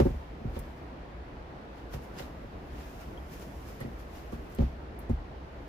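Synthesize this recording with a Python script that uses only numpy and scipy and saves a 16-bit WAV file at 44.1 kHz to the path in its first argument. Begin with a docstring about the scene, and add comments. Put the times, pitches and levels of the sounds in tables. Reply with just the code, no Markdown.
"""Stones on a dry wall

Heavy stones are dropped and set down on a dry wall at the mouth of a rock shelter, heard from inside.
Each blow booms in the hollow with a short, dull crunch. A jacket rustles and faintly squeaks, grit
grinds and ticks, and pebbles clink, over a distant wash and a low outdoor rumble."""
import sys
import numpy as np
from scipy import signal
from scipy.fft import rfft, irfft, next_fast_len
from scipy.io import wavfile
from scipy.ndimage import uniform_filter1d

SR = 44100
rng = np.random.default_rng(int(sys.argv[2]) if len(sys.argv) > 2 else 0)


def int16_out(signal):
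    """Quantize to a 16-bit WAV file."""
    q = np.round(np.clip(np.atleast_2d(signal).T, -1, 1) * 32767)
    wavfile.write(sys.argv[1], SR, q.astype(np.int16))


N = 250488

# tone of the distant wash: f/Hz, gain/dB
WASH_EQ = [(53, -34), (90, -5.5), (124, -1.5), (243, -6), (282, -2), (343, -4.5), (382, -6.5), (474, -6.5),
           (539, -9), (699, -8), (925, -12), (1880, -20), (4560, -36), (7330, -48), (15600, -53.5)]
# stereo image of the wash: f/Hz, left-right correlation
WASH_CORRELATION = [(60, 0.85), (130, 0.99), (290, 0.8), (640, 0.32), (1200, -0.31), (2500, 0.15),
                    (15000, -0.19)]
# tone of the rumble: f/Hz, gain/dB
RUMBLE_EQ = [(8.8, -66), (15, -24), (54, 0), (76, -1), (83, -15.5), (92, -16.5), (110, -15), (140, -30),
             (240, -120)]
# slow swell of the rumble: t/s, level/dB
RUMBLE_LEVELS = [(0.7, -47), (2.49, -47.5), (2.9, -44), (3.5, -46), (4.0, -46.5), (4.3, -44.5),
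                 (4.82, -45.5), (5.68, -46)]
# modes of the hollow and its floor: f/Hz, level/dB, t60/s, left over right/dB, left phase lead/rad
HOLLOW_MODES = [(42.2, 5.5, 0.26, 0, 0), (54.9, -16.5, 0.43, 0, 0), (68.4, 4, 0.22, 0, 0),
                (105.4, -8.5, 0.21, -3, 0.7), (133.1, -1, 0.15, 1, -0.2), (172, -12.5, 0.14, -7, 0),
                (230.5, 0.5, 0.098, 1, 0.8), (272, -12, 0.11, 6, 0.5), (352, 3.5, 0.042, 0, 1.2),
                (428, -2, 0.07, 4, 1.5), (483.5, -2.5, 0.068, -11.5, 3), (548.2, -0.5, 0.096, -5.5, 1.92),
                (741, -5.5, 0.053, -11.5, 2), (891, -11.5, 0.098, 1, 2), (1280, -13, 0.026, -7.5, 3)]
# blows of stone or foot: t/s, level/dB, favoured pitch/Hz, depth/dB, weight/dB, knock/dB
STONE_BLOWS = [(0, -10.5, 363, -40, -7, -10), (0.014, -15, 110, -29, -31, -11.5),
               (.054, -14, 290, -7.5, -18, -17.5), (.065, -18.5, 324, -11, -8.5, -15),
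               (.099, -27.5, 145, -7, -13, -14), (.14, -33, 184, -0.5, 2.5, -14),
               (0.41, -36.5, 224, -12, -2, -24), (.446, -23.5, 150, -20, -9, -31),
               (.464, -28, 105, -3.5, -5, -17), (.565, -33.5, 243, -9, 3, -3.5),
               (.588, -37, 143, -3, -1, -12), (1.937, -30.5, 131, -9, -2, -8.5),
               (1.958, -36.5, 130, -13, -17, -6.5), (2.202, -35.5, 144, -24, -14, -3.5),
               (2.439, -39.5, 250, -11, -14, -7), (3.806, -29, 148, -14, -17, -10.5),
               (3.844, -29, 250, -17, -24, -13.5), (3.875, -36.5, 240, -8, -15, -21),
               (4.326, -29.5, 226, -28, -6, -13), (4.5862, -19, 229, -9, -6, -16.5),
               (4.599, -17, 139, -2, -2.5, -15.5), (4.619, -23.5, 225, -11, -10, -13),
               (4.633, -23.5, 131, 0, -3, -23), (5.095, -21.5, 232, -20, 6, -15),
               (5.103, -23.5, 200, -1.5, 10, -19)]
# tone of a blow's crunch: f/Hz, gain/dB
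CRUNCH_EQ = [(250, -11), (500, 14.5), (1000, 3), (3000, -15), (9000, -28)]
# swishes of sleeve or shoe: peak t/s, rustle level/dB, length/s, grit over rustle/dB
SWISH_CUES = [(0, -46, 0.029, 10.5), (.045, -58.5, 0.24, 3), (0.564, -61.5, 0.1, 10.5), (.66, -72, .1, -5),
              (.78, -73, .14, 0), (1.78, -69, .12, 10), (1.94, -50.5, .06, 3.5), (2.037, -61.5, 0.12, -3),
              (2.196, -50.5, 0.098, 6), (2.803, -61.5, 0.42, 6.5), (3.014, -59, 0.093, 5),
              (3.336, -54.5, 0.14, 1.5), (3.422, -56, 0.1, 2), (3.689, -57, 0.16, 1),
              (3.814, -64, 0.069, 14), (4.001, -60, 0.07, 0), (4.162, -58.5, 0.2, 3.5),
              (4.335, -60.5, 0.078, 5), (4.523, -60.5, .05, 1), (4.615, -61.5, 0.16, 9.5),
              (5.024, -68, 0.077, 1), (5.11, -67, 0.098, 2), (5.68, -73, .07, 5)]
# bed of jacket rustle under the swishes: t/s, level/dB
RUSTLE_LEVELS = [(0, -67), (.3, -83), (.6, -67.5), (1.03, -87), (1.72, -81), (2.36, -73), (2.67, -78),
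                 (2.9, -64), (3.22, -69), (3.58, -64), (3.93, -68.5), (4.08, -73), (4.45, -68.5),
                 (4.7, -80), (4.9, -84), (5.25, -85), (5.68, -76)]
# tone of rubbing cloth: f/Hz, gain/dB
CLOTH_EQ = [(2940, -27), (5000, 5.5), (5730, 4.5), (7060, 2), (8770, -4), (9240, -2), (11500, 2),
            (14600, 1), (15400, -1)]
# tone of grinding grit: f/Hz, gain/dB
GRIT_EQ = [(500, -6), (1000, 9.5), (2500, 5.5), (5000, -2.5), (7000, -12.5), (10000, -42)]
# ticks of grit: t/s, level/dB, centre f/Hz, relative width, t60/s, left over right/dB
GRIT_TICKS = [(.564, -51, 2500, 0.43, .04, 3), (0.591, -42, 13000, 0.82, 0.063, 2),
              (2.1867, -47, 4500, 0.41, 0.051, 5), (3.3964, -52, 9000, .5, .03, 6),
              (3.804, -48, 10000, 0.61, 0.091, 3), (4.3226, -59, 6000, .5, .05, 3),
              (4.4997, -60, 12500, .25, 0.074, 1), (4.549, -48.5, 11600, 0.51, 0.077, 2),
              (4.586, -45.5, 3000, .45, 0.04, 5), (4.991, -48, 11500, .22, 0.081, 2),
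              (5.094, -61, 6000, .5, 0.09, 5)]
# clinks of small pebbles: t/s, level/dB, f/Hz, t60/s
PEBBLE_CLINKS = [(2.182, -48, 5000, .05), (2.186, -50, 2800, .05), (2.225, -52, 3900, .04),
                 (3.175, -52, 3200, .07), (3.425, -60, 7000, .04), (3.81, -44, 1940, .08),
                 (3.813, -54, 4250, .04), (3.85, -53, 1950, .05), (4.325, -45, 1150, .05),
                 (4.586, -56, 4500, .03)]
# squeaks of the jacket: t/s, length/s, start f/Hz, end f/Hz, level/dB
JACKET_SQUEAKS = [(3.972, .045, 11400, 12000, -76), (4.22, .03, 10600, 11500, -79),
                  (4.31, .045, 11600, 12300, -75)]


def gain_of(db):
    return 10 ** (np.asarray(db) / 20)


def unit_rms(x):
    return x / np.sqrt(np.mean(x ** 2) + 1e-20)


def curve_at(points, hz):
    f, value = np.transpose(points)
    return np.interp(np.log(hz + 1), np.log(f + 1), value)


def add(mix, start_s, sound):
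    part = mix[:, max(round(start_s * SR), 0):][:, :sound.shape[1]]
    part += sound[:, :part.shape[1]]


def panned(x, db):
    return x * gain_of([[db / 2], [-db / 2]])


def bell(hz, width):
    """An EQ curve that peaks at hz and is 5 dB down one relative width to either side."""
    return [(hz * np.exp(width * k), -5 * k ** 2) for k in range(-3, 4)]


def coloured(x, eq):
    size = next_fast_len(x.shape[-1])
    gain = gain_of(curve_at(eq, np.fft.rfftfreq(size, 1 / SR)))
    return irfft(rfft(x, size) * gain, size)[..., :x.shape[-1]]


def grains(eq, per_s, spread_db):
    """Dense tiny clicks of uneven size, different ones left and right."""
    size = gain_of(spread_db * np.minimum(rng.exponential(1, (2, N)), 5))
    polarity = rng.choice([-1., 1.], (2, N))
    fires = rng.random((2, N)) < per_s / SR
    return unit_rms(coloured(size * polarity * fires, eq))


def distant_wash(level_db=-46, patchy_db=1.0):
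    """Far-off water or leaves: soft, faintly patchy noise, centred in the bass and wide above."""
    frames, hz = N // 256 + 5, np.fft.rfftfreq(1024, 1 / SR)
    left_re, left_im, side_re, side_im, patches = rng.standard_normal((frames, 513, 5)).T
    patches = uniform_filter1d(patches, size=12, axis=0)  # smeared in pitch
    patches = unit_rms(uniform_filter1d(patches, size=10, axis=1))  # and in time
    alike = curve_at(WASH_CORRELATION, hz)[:, None]
    left = left_re + 1j * left_im
    right = alike * left + np.sqrt(1 - alike ** 2) * (side_re + 1j * side_im)
    spectra = np.array([left, right]) * gain_of(curve_at(WASH_EQ, hz)[:, None] + patchy_db * patches)
    return gain_of(level_db) * unit_rms(signal.istft(spectra, nperseg=1024, noverlap=768)[1][:, :N])


def hollow_rumble(width=0.065):
    """The hollow hums with low outdoor noise, almost in mono."""
    mid, side = coloured(rng.standard_normal((2, N)), RUMBLE_EQ)
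    level = gain_of(np.interp(np.arange(N) / SR, *np.transpose(RUMBLE_LEVELS)))
    return level * unit_rms(np.array([mid + width * side, mid - width * side]))


def stone_blows(crunch_db=-8, crunch_t60=0.11, crunch_pan_db=-3, db_per_octave=9, rise_cycles=0.7):
    """Each blow rings the hollow, low modes blooming later; the rocks scatter a short, dull crunch."""
    out, t = np.zeros((2, N)), np.arange(SR // 2) / SR
    noises = rng.standard_normal((len(STONE_BLOWS), 2, len(t)))
    hz, mode_db, t60, lean_db, lead = np.transpose(HOLLOW_MODES)[:, :, None]
    side = np.array([.5, -.5])[:, None, None]
    polarity = (-1.) ** np.arange(len(hz))[:, None]
    bloom = 1 - np.exp(-t * hz / rise_cycles)
    decay = gain_of(mode_db + side * lean_db - 60 * t / t60)
    rings = polarity * bloom * decay * np.sin(2 * np.pi * hz * t + side * lead)
    crunch_attack = np.minimum(t / 0.0017, 1)
    for (start, db, pitch_hz, depth_db, weight_db, knock_db), noise in zip(STONE_BLOWS, noises):
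        # depth and weight drive the lows, knock the top; the mids gather round the stone's pitch
        mids_db = -db_per_octave * abs(np.log2(hz / pitch_hz))
        drive_db = np.select([hz < 52, hz < 90, hz > 400], [depth_db, weight_db, knock_db], mids_db)
        boom = (gain_of(drive_db) * rings).sum(axis=1)
        crunch_decay = gain_of(knock_db + crunch_db - 60 * t / crunch_t60)
        crunch = crunch_attack * crunch_decay * unit_rms(coloured(noise, CRUNCH_EQ))
        add(out, start, gain_of(db) * (boom + panned(crunch, crunch_pan_db)))
    return out


def rustle_and_grind(grit_bed_db=-64, rise_share=0.37, edge_db=-13.5):
    """Cloth rubs on cloth while shoes and stones grind the grit; each swish swells fast, fades slower."""
    t = np.arange(N) / SR
    cloth_power = gain_of(np.interp(t, *np.transpose(RUSTLE_LEVELS))) ** 2
    grit_power = gain_of(grit_bed_db) ** 2
    for peak_s, db, length, grit_db in SWISH_CUES:
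        ramp_s = length * np.where(t < peak_s, rise_share, 1 - rise_share)
        from_peak = abs(t - peak_s) / ramp_s  # 1 at either edge of the swish
        swish_power = gain_of(db + edge_db * np.minimum(from_peak, 8) ** 0.85) ** 2
        cloth_power += swish_power
        grit_power += swish_power * gain_of(grit_db) ** 2
    rustle = np.sqrt(cloth_power) * grains(CLOTH_EQ, per_s=12000, spread_db=2.4)
    grind = np.sqrt(grit_power) * grains(GRIT_EQ, per_s=2500, spread_db=1.7)
    return rustle + grind


def grit_ticks(crack_t60=0.0025, tail_db=-5):
    """Grit snaps with a sharp, bright crack whose tail dies among the rocks."""
    out, t = np.zeros((2, N)), np.arange(SR // 8) / SR
    for start, db, hz, width, t60, pan_db in GRIT_TICKS:
        band = unit_rms(coloured(rng.standard_normal((2, len(t))), bell(hz, width)))
        decay = gain_of(-60 * t / crack_t60) + gain_of(tail_db - 60 * t / t60)
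        add(out, start, panned(gain_of(db) * decay * band, pan_db))
    return out


def pebble_clinks(width=0.017, attack_s=0.00055):
    """Small pebbles clink, each a quickly dying ring of narrow-band noise."""
    out, t = np.zeros((2, N)), np.arange(SR // 8) / SR
    for start, db, hz, t60 in PEBBLE_CLINKS:
        ring = unit_rms(coloured(rng.standard_normal((2, len(t))), bell(hz, width)))
        envelope = gain_of(db - 60 * t / t60) * np.minimum(t / attack_s, 1)
        add(out, start, envelope * ring)
    return out


def jacket_squeaks(roughness_hz=250):
    """The jacket squeaks faintly: a thin, high tone, roughened by noise, that slides upward."""
    out = np.zeros((2, N))
    for start, length, from_hz, to_hz, db in JACKET_SQUEAKS:
        t = np.arange(0, length, 1 / SR)
        noise = rng.standard_normal((2, SR // 8))
        roughness = unit_rms(uniform_filter1d(noise, int(SR / roughness_hz)))[:, :len(t)]
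        glide = np.sin(2 * np.pi * (from_hz + .5 * (to_hz - from_hz) * t / length) * t)
        add(out, start, gain_of(db) * (.5 + roughness) * glide * signal.windows.tukey(len(t), .5))
    return out


def scene():
    """The outdoor bed, with the stone work and its small noises on top."""
    bed = distant_wash() + hollow_rumble()
    return bed + stone_blows() + rustle_and_grind() + grit_ticks() + pebble_clinks() + jacket_squeaks()


def record(dry):
    """A steep low-pass takes off the air above 15.6 kHz."""
    low_pass = signal.firwin(1023, 15600, window=("kaiser", 9), fs=SR)
    return signal.oaconvolve(dry, low_pass[None], "same")


dry = scene()
out = record(dry)
int16_out(out)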